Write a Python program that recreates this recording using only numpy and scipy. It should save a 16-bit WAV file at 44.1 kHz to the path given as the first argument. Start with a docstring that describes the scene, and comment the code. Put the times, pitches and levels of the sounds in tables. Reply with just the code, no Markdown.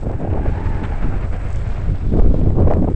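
"""A single-cylinder motorcycle rolls past at a slowing idle on an open dirt track, other engines droning behind.
Each firing rings the exhaust pipe and swells a rasp of coloured noise; a narrow band rings, and ticks rattle.
Gusty wind buffets a small bare microphone: noise makes the low rumble and the fluttering eddies,
short swings make the flaps, and coloured clicks stand for the input overloading in the strongest gusts.
A faint hiss near 8 kHz, made of noise, lies in the background."""
import sys
import numpy as np
from scipy import signal
from scipy.fft import rfft, irfft, next_fast_len
from scipy.io import wavfile
from scipy.ndimage import uniform_filter1d

SR = 44100
rng = np.random.default_rng(int(sys.argv[2]) if len(sys.argv) > 2 else 0)


def to_wav(s):
    """Save 16-bit WAV."""
    ch = np.atleast_2d(s).T  # columns
    pcm = np.round(np.clip(ch, -1, 1) * 32767)  # PCM
    wavfile.write(sys.argv[1], SR, pcm.astype(np.int16))


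def level_to_linear(level):
    """Convert decibel levels to linear amplitude factors, elementwise."""
    exponent = np.asarray(level, float) / 20
    return 10 ** exponent


N = 130095  # length in samples

# the bike passing, and the background hiss:
# time_s, thump_db, rasp_db, treble_db, background_hiss_db (levels before the trims added in use)
LEVELS = [(0.0, -46, -50.5, -61, -58), (0.19, -27, -51.5, -66.5, -64.5), (0.34, -27, -49, -70.5, -65),
          (0.51, -27, -44.5, -58, -63.5), (0.71, -27, -44.5, -59, -62.5), (0.93, -29, -42, -61.5, -62),
          (1.18, -27, -45, -60, -62.5), (1.39, -26.5, -43.5, -64, -58), (1.53, -26, -46.5, -57.5, -56.5),
          (1.71, -32, -45.5, -54.5, -65), (1.86, -26, -49, -56.5, -65.5),
          (2.09, -36.5, -51.5, -55.5, -65.5), (2.32, -35, -54, -56.5, -72), (2.72, -17, -54, -62, -66.5),
          (2.85, -28.5, -55.5, -62.5, -64.5), (2.95, -45, -53, -63, -64)]


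def rms_one(x):
    """Scale a signal to an average strength (rms) of 1."""
    return x / np.sqrt(np.mean(x ** 2) + 1e-20)


def in_time(rows):
    """Draw straight lines between the rows of a table: one curve per column after the time."""
    time_s, *columns = np.transpose(rows)
    return [np.interp(np.arange(N) / SR, time_s, column) for column in columns]


def drift(rate_hz):
    """Random wandering of spread 1: noise smoothed twice, made at a twentieth of the sample rate."""
    r = np.exp(-40 * np.pi * rate_hz / SR)
    noise = rng.standard_normal(N // 20 + 3002)
    slow = signal.lfilter([1], [1, -2 * r, r * r], noise)[3000:]  # leave out the settling
    return np.interp(np.arange(N) / 20, np.arange(len(slow)), rms_one(slow))


def colour(x, spectrum):
    """Give a sound the spectrum of a table, falling steeply beyond its ends; white noise keeps rms 1."""
    size = next_fast_len(N + SR // 2)
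    hz = np.maximum(np.arange(size // 2 + 1) * SR / size, 1)
    table_hz, level_db = np.transpose(spectrum)
    octaves_beyond = np.log2(np.maximum(hz / table_hz[-1], 1) * np.maximum(table_hz[0] / hz, 1))
    gain_db = np.interp(np.log(hz), np.log(table_hz), level_db) - 13.9 * octaves_beyond
    return irfft(rfft(x, size) * rms_one(level_to_linear(gain_db)), size)[:N]


def clicks(time_s, sizes):
    """Place single samples at given times; the tiny value elsewhere is inaudible."""
    out = np.full(N, 1e-18)
    i = (np.asarray(time_s) * SR).astype(int)
    inside = (i >= 0) & (i < N)
    out[i[inside]] = np.asarray(sizes)[inside]
    return out


def ring(x, hz, t60_s):
    """A resonance: a click of size 1 sets a sine of height 1 ringing, 60 dB weaker after t60_s."""
    r, w = level_to_linear(-60 / (t60_s * SR)), 2 * np.pi * hz / SR
    return signal.lfilter([0, np.sin(w)], [1, -2 * r * np.cos(w), r * r], x)


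def band(x, low_hz, high_hz):
    """Pass only one band; a click of size 1 comes out with height 1."""
    sos = signal.butter(2, [low_hz, high_hz], "band", fs=SR, output="sos")
    height = np.max(np.abs(signal.sosfilt(sos, signal.unit_impulse(500))))
    return signal.sosfilt(sos, x) / height


def evened(x, span_s, share):
    """Take out a share of the chance swings of level over a span, and scale to rms 1."""
    size = int(span_s * SR)
    power = uniform_filter1d(uniform_filter1d(rms_one(x) ** 2, size), size)
    return rms_one(x / (power + .05) ** (share / 2))


def firings():
    """One click per firing of the cylinder, at ever longer intervals with slight chance in time and size."""
    k = np.arange(-6, 24)  # counted from the firing at 0.482 s
    chance = rng.normal(0, 1, (len(k), 2))
    # each interval is 2 * slowing_s longer than the one before
    first_s, period_s, slowing_s = .482, .0868, .00102
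    jitter_s, spread_db = .002, 0.5
    time_s = first_s + k * (period_s + slowing_s * k) + jitter_s * chance[:, 0]
    return clicks(time_s, level_to_linear(spread_db * chance[:, 1]))


def exhaust_thump(blows):
    """Each firing strikes the air in the exhaust pipe, which rings at its own pitches; rms 1."""
    # ways the pipe rings: pitch_hz, level_db (relative), t60_s
    pipe = [(47.6, 2, 0.033), (90.34, 0.5, 0.36), (109, -5.5, 0.15), (149.4, -25.5, 0.51)]
    return rms_one(sum(level_to_linear(db) * ring(blows, hz, t60_s) for hz, db, t60_s in pipe))


def puff_shapes(blows):
    """A smooth bump of height about 1 around each firing, to move the level of the noise."""
    width_s = 0.015
    t = np.arange(-4 * width_s, 4 * width_s, 1 / SR)
    return signal.fftconvolve(blows, np.exp(-.5 * (t / width_s) ** 2), "same")


def engine_rasp(puffs, rasp_db):
    """Flickering noise for the drone of the engines, with casing resonances and a puff of hiss per firing."""
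    # colour of the rasp: pitch_hz, level_db (relative, per Hz)
    rasp_colour = [(250, -12), (400, -6), (600, 0), (800, -5.5), (1050, -7.5), (1400, -8.5), (1800, -12),
                   (2200, -13), (2700, -19), (3300, -28.5), (4500, -33.5)]
    # casing resonances: pitch_hz, width_hz, level_db (when the rasp is strongest),
    # extra_db (further change for each dB that the rasp changes)
    casing = [(1450, 160, -12, .1), (2250, 250, -14, .3)]
    body = colour(rng.standard_normal(N) * level_to_linear(1.6 * drift(120)), rasp_colour)
    for hz, width_hz, db, extra_db in casing:
        resonance = rms_one(ring(rng.standard_normal(N), hz, 1.3 / width_hz))
        body = body + level_to_linear(db + extra_db * (rasp_db - rasp_db.max())) * resonance
    puff_gain = 1 + puffs * (level_to_linear(3) - 1)  # about 3 dB louder at each firing
    return body * puff_gain * level_to_linear(rasp_db + 4.5 + 1.6 * drift(25))


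def flickering_noise(puffs):
    """White noise that flickers in level and dips very slightly at each firing."""
    return rng.standard_normal(N) * level_to_linear(2.0 * drift(60)) * (1 + puffs * (level_to_linear(-0.5) - 1))


def engine_treble(noise, treble_db):
    """The bright part of the engine: flickering noise given the colour of the treble."""
    # colour of the treble: pitch_hz, level_db (relative, per Hz)
    treble_colour = [(3300, 5), (4500, -1), (5500, -4.5), (6300, -13), (7200, -8)]
    return colour(noise, treble_colour) * level_to_linear(treble_db - 1.6)


def exhaust_barks():
    """A harder, brighter bark of the exhaust: coloured noise that rises, holds and dies away quickly."""
    # barks: start_s, hold_s (from the start, rise included), level_db
    bark_times = [(0.831, 0.024, -33), (0.918, 0.017, -46), (1.024, 0.014, -43.5), (1.337, 0.017, -48)]
    # colour of a bark: pitch_hz, level_db (relative, per Hz)
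    bark_colour = [(500, -10), (900, 2.5), (1600, 1.5), (2500, -5.5), (3800, -12.5), (5000, -33),
                   (8500, -25)]
    attack_s, release_s = 0.0038, .005
    t = np.arange(N) / SR
    level = np.zeros(N)
    for start_s, hold_s, db in bark_times:
        rise = np.clip((t - start_s) / attack_s, 0, 1)
        decay = np.exp(-np.maximum(t - start_s - hold_s, 0) / release_s)
        level += level_to_linear(db) * rise * decay
    return level * colour(rng.standard_normal(N), bark_colour)


def engine(blows, puffs, noise):
    """Thump, rasp and treble, whose levels follow the bike passing, and the barks."""
    thump_db, rasp_db, treble_db, _ = in_time(LEVELS)
    thump = exhaust_thump(blows) * level_to_linear(thump_db + 1.5)
    return thump + engine_rasp(puffs, rasp_db) + engine_treble(noise, treble_db) + exhaust_barks()


def ringing():
    """A narrow ringing band and one above it: slow noise swings the strength and phase of two moving tones."""
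    # loudest beside the microphone, sinking as the bike leaves: time_s, level_db, pitch_hz
    ringing_path = [(0, -53, 830), (.42, -41, 827.8), (.52, -41, 830), (.57, -37, 865), (.63, -39.5, 880),
                    (.7, -40, 900), (.77, -38.5, 845), (.85, -39, 830), (.89, -54, 807.6),
                    (.92, -32.5, 850.5), (.96, -39, 816.4), (1.0, -49, 799.5), (1.04, -34.5, 884.4),
                    (1.09, -45.5, 782.3), (1.15, -37.5, 789), (1.2, -65, 761), (1.245, -44.5, 737),
                    (1.3, -57, 739.5), (1.36, -39, 725), (1.42, -54.5, 717.6), (2.95, -58, 693.5)]
    level_db, hz = in_time(ringing_path)
    out = 0
    for ratio, db in ((1, 0), (1.97, -9)):  # pitch ratio, level in dB relative to the first
        turn = 2 * np.pi * ratio * np.cumsum(hz) / SR
        rate_hz = 54 * ratio  # speed of the swings: faster makes a wider band
        tone = drift(rate_hz) * np.cos(turn) + drift(rate_hz) * np.sin(turn)
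        out = out + level_to_linear(db) * evened(tone, .025, 0.34)
    return out * level_to_linear(level_db)


def ticks():
    """Bright single ticks from the passing bike among a fainter regular rattle: clicks in a high band."""
    # ticks: time_s, peak_db (before 4.5 dB is added)
    tick_times = [(1.504, -38), (1.5295, -34.5), (1.5596, -32), (1.597, -59), (1.6736, -44), (1.6914, -47),
                  (1.712, -50)]
    time_s, peak_db = np.transpose(tick_times)
    beats_s = np.arange(1.45, 1.85, 1 / 54)  # 54 beats per second
    beat_db = -46 + 3.2 * rng.normal(0, 1, len(beats_s))
    rattle = clicks(beats_s, level_to_linear(beat_db))
    return band(clicks(time_s, level_to_linear(peak_db + 4.5)) + rattle, 5600, 9500)


def wind_rumble():
    """Wind pressing on the microphone: low noise whose level rises and falls in lumps."""
    # gusts: time_s, level_db
    gusts = [(0.0, -18.5), (0.06, -26), (0.11, -21.5), (0.16, -23), (0.25, -25), (0.31, -20.5), (0.34, -17),
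             (0.43, -21), (0.46, -15), (0.52, -14.5), (0.6, -24), (0.67, -18), (0.74, -18.5), (0.8, -24),
             (0.85, -24.5), (0.89, -16), (0.93, -17), (0.98, -22), (1.04, -16.5), (1.13, -15), (1.19, -20),
             (1.27, -20), (1.34, -15.5), (1.4, -24), (1.45, -18.5), (1.51, -24.5), (1.56, -17),
             (1.62, -21.5), (1.73, -18), (1.78, -23.5), (1.85, -18.5), (1.9, -13), (1.98, -22), (2.08, -16),
             (2.16, -16), (2.21, -7.5), (2.28, -9), (2.34, -15.5), (2.38, -17.5), (2.46, -10.5),
             (2.54, -16), (2.6, -13.5), (2.65, -14.5), (2.7, -9.5), (2.77, -17.5), (2.83, -12.5),
             (2.87, -19), (2.89, -13), (2.92, -34), (2.95, -4)]
    # colour of the rumble: pitch_hz, level_db (relative, per Hz)
    rumble_colour = [(4, -4), (6, -1.5), (15, -6.5), (35, -6), (70, -12.5), (120, -17.5), (160, -24),
                     (200, -29)]
    level_db, = in_time(gusts)
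    rumble = evened(colour(rng.standard_normal(N), rumble_colour), 0.043, 0.54)
    return rumble * level_to_linear(level_db + 1.03 * drift(2.6))


def wind_eddies():
    """Eddies shed at the microphone in swells and lulls: clumps of jolts and hiss, coloured into two bands."""
    # swells and lulls: time_s, flutter_db (before 1.5 dB is added), upper_db (before 3 dB is taken off)
    swells = [(0.0, -48.5, -59), (0.014, -41.5, -63), (0.026, -35.5, -33), (0.07, -21, -31.5),
              (0.086, -24.5, -45), (0.096, -30, -25.5), (0.144, -34, -32), (0.152, -28, -52),
              (0.176, -31, -53.5), (0.202, -27, -31.5), (0.256, -25.5, -30), (0.264, -37, -38.5),
              (0.274, -30, -24.5), (0.314, -27.5, -51.5), (0.33, -28, -21.5), (0.42, -24.5, -37),
              (0.43, -31, -59), (0.464, -22, -20.5), (0.48, -31, -55), (0.5, -24, -33), (0.51, -28.5, -51),
              (0.54, -45.5, -49), (0.56, -32.5, -39), (0.81, -31.5, -41.5), (0.828, -24, -46),
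              (0.87, -34, -41), (0.884, -58, -41), (0.908, -31, -47), (0.928, -46, -58), (0.968, -36, -54),
              (1.052, -26.5, -58), (1.248, -38, -35.5), (1.27, -47, -36), (1.312, -55, -41),
              (1.332, -37, -36), (1.378, -52, -46), (1.404, -35, -56), (1.42, -38, -60), (1.6, -52, -41.5),
              (1.73, -47, -40), (1.78, -55, -32), (1.86, -41, -53), (1.88, -27.5, -49), (1.98, -42, -49),
              (2.04, -30, -62), (2.102, -28.5, -57), (2.108, -20.5, -49.5), (2.13, -18.5, -39.5),
              (2.202, -19, -19), (2.206, -37, -39.5), (2.264, -17, -31.5), (2.29, -27.5, -59),
              (2.312, -18, -26.5), (2.33, -32, -48), (2.344, -23, -21), (2.358, -22.5, -36),
              (2.396, -18, -39), (2.404, -23, -46), (2.42, -19.5, -34), (2.432, -23.5, -43),
              (2.468, -17.5, -29), (2.53, -28, -35), (2.538, -25, -51), (2.562, -24.5, -25.5),
              (2.61, -13.5, -22), (2.662, -19.5, -28.5), (2.676, -22.5, -17.5), (2.7, -21, -35.5),
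              (2.71, -29, -14), (2.808, -18.5, -34), (2.824, -14.5, -32), (2.848, -15, -27.5),
              (2.86, -33, -44), (2.88, -17.5, -17), (2.898, -18, -38), (2.922, -22, -40), (2.942, -43, -48),
              (2.95, -18, -53)]
    # colour of the flutter: pitch_hz, level_db (relative, per Hz)
    flutter_colour = [(60, -1.5), (120, -2.5), (200, -5), (300, -8), (450, -15.5), (600, -34)]
    # colour of the upper flutter: pitch_hz, level_db (relative, per Hz)
    upper_colour = [(400, 3), (550, 2), (750, -3), (950, -10), (1200, -15.5), (1600, -33), (2500, -49)]
    eddies_per_s, spread_db = 500, 3
    flutter_db, upper_db = in_time(swells)
    clump = level_to_linear(1.2 * drift(37) + 3.02 * drift(160))
    sizes = level_to_linear(spread_db * np.minimum(rng.exponential(1, N), 2.5)) * rng.choice([-1, 1], N)
    jolts = rms_one(sizes * (rng.random(N) < eddies_per_s / SR))
    eddies = clump * (.72 * jolts + .6 * rng.standard_normal(N))
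    flutter = evened(colour(eddies, flutter_colour), 0.02, 0.75) * level_to_linear(flutter_db + 1.5)
    upper = evened(colour(eddies, upper_colour), 0.016, 0.55) * level_to_linear(upper_db - 3.0)
    return flutter + upper


def flaps():
    """Sharp flaps of wind on the membrane: each is a swing of a cycle or two with a grain of grit."""
    # flaps: time_s (swing is strongest one width later), peak_db, pitch_hz, grit_db (relative to the peak)
    flap_times = [(0.067, -18.5, 567, -38), (0.097, -20.5, 670, -26), (0.124, -29, 620, -28),
                  (0.138, -28, 700, -28), (0.201, -22.5, 604, -24), (0.214, -19.5, 566, -34),
                  (0.232, -22, 600, -31.5), (0.249, -15.5, 625, -27), (0.275, -17, 715, -36),
                  (0.3, -23, 600, -32), (0.334, -23.5, 598, -14.5), (0.352, -43, 519, -25),
                  (0.377, -19, 765, -33), (0.396, -21, 740, -40), (0.462, -17, 545, -25),
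                  (2.139, -15, 515, -26), (2.193, -16, 510, -23), (2.218, -12.5, 503, -32),
                  (2.309, -32, 501, -33), (2.342, -13.5, 500, -43.5), (2.413, -18, 528, -25),
                  (2.461, -18, 534, -34), (2.504, -21, 576, -20.5), (2.604, -9, 490, -42),
                  (2.672, -9.5, 490, -42), (2.681, -13, 530, -23), (2.702, -12.5, 506, -24),
                  (2.711, -9, 645, -32), (2.734, -15, 503, -22), (2.769, -12.5, 518, -34),
                  (2.825, -18, 604, -31), (2.844, -16.5, 620, -29), (2.877, -18, 600, -35),
                  (2.884, -25, 862, -20)]
    width_s, grit_width_s = .0013, .001
    out, t = np.zeros(N), np.arange(N) / SR
    grit = rms_one(band(rng.standard_normal(N), 1300, 2330))
    phases = rng.uniform(0, 2 * np.pi, len(flap_times))
    for (time_s, db, hz, grit_db), phase in zip(flap_times, phases):
        near = slice(int((time_s - .02) * SR), int((time_s + .03) * SR))
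        dt = t[near] - time_s - width_s
        swing = np.exp(-.5 * (dt / width_s) ** 2) * np.sin(2 * np.pi * hz * dt + phase)
        grain = level_to_linear(grit_db) * np.exp(-.5 * (dt / grit_width_s) ** 2) * grit[near]
        out[near] += level_to_linear(db) * (swing + grain)
    return out


def overload_clicks():
    """Broadband clicks of the input overloading in the strongest gusts, placed by hand: coloured single samples."""
    # clicks: time_s (each sounds 0.64 ms later), peak_db
    overload_times = [(.3341, -42), (2.196, -22.5), (2.6053, -35), (2.68, -26.5), (2.7022, -39),
                      (2.7126, -19.5), (2.7363, -18), (2.844, -27.5), (2.8856, -36)]
    # colour of a click: pitch_hz, level_db (relative, per Hz)
    click_colour = [(900, 2.5), (1500, 8.5), (2500, -2.5), (3500, -17), (5000, -16), (8500, -26)]
    time_s, peak_db = np.transpose(overload_times)
    height = colour(clicks([1], [1]), click_colour).max()  # of a click of size 1
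    sizes = level_to_linear(peak_db) * rng.choice([-1, 1], len(time_s))
    return colour(clicks(time_s + 0.00064, sizes), click_colour) / height


def snicks():
    """Faint thin clicks in the first gust: single samples through a band-pass."""
    # snicks: time_s, peak_db (before 1 dB is added)
    snick_times = [(.013, -41), (.0662, -52), (0.0935, -44), (.1161, -42)]
    time_s, peak_db = np.transpose(snick_times)
    return band(clicks(time_s, level_to_linear(peak_db + 1.0)), 2300, 5000)


def background_hiss(noise):
    """Faint hiss near 8 kHz, a background floor apart from the engine's treble: noise given a narrow colour."""
    # colour of the hiss: pitch_hz, level_db (relative, per Hz)
    hiss_colour = [(7000, -11.5), (7500, -10), (8100, -5), (8700, 3)]
    hiss_db = in_time(LEVELS)[-1]
    return colour(noise, hiss_colour) * level_to_linear(hiss_db + 6.5)


def scene():
    """Add all sources at one microphone; the treble and the background hiss are cut from the same noise."""
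    blows = firings()
    puffs = puff_shapes(blows)
    noise = flickering_noise(puffs)
    bike = engine(blows, puffs, noise) + ringing() + ticks()
    wind = wind_rumble() + wind_eddies() + flaps()
    return (bike + wind + overload_clicks() + snicks() + background_hiss(noise))[None]


def band_limit(x):
    """A steep low-pass at the top of the band."""
    return signal.sosfilt(signal.butter(12, 9710, fs=SR, output="sos"), x)


def record(dry):
    """The top is cut steeply, the input overloads with a short knee, and the last instant fades."""
    clip_level, knee, fade_s = .71, 12, .004  # a higher knee bends more sharply
    cut = signal.sosfilt(signal.cheby2(16, 60, 9000, fs=SR, output="sos"), dry)  # 60 dB down from 9 kHz
    clipped = cut / (1.5 + np.abs(cut / clip_level) ** knee) ** (1 / knee)
    fade = np.minimum(np.arange(N)[::-1] / (fade_s * SR), 1)
    return band_limit(clipped * fade)


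dry = scene()
out = record(dry)
to_wav(out)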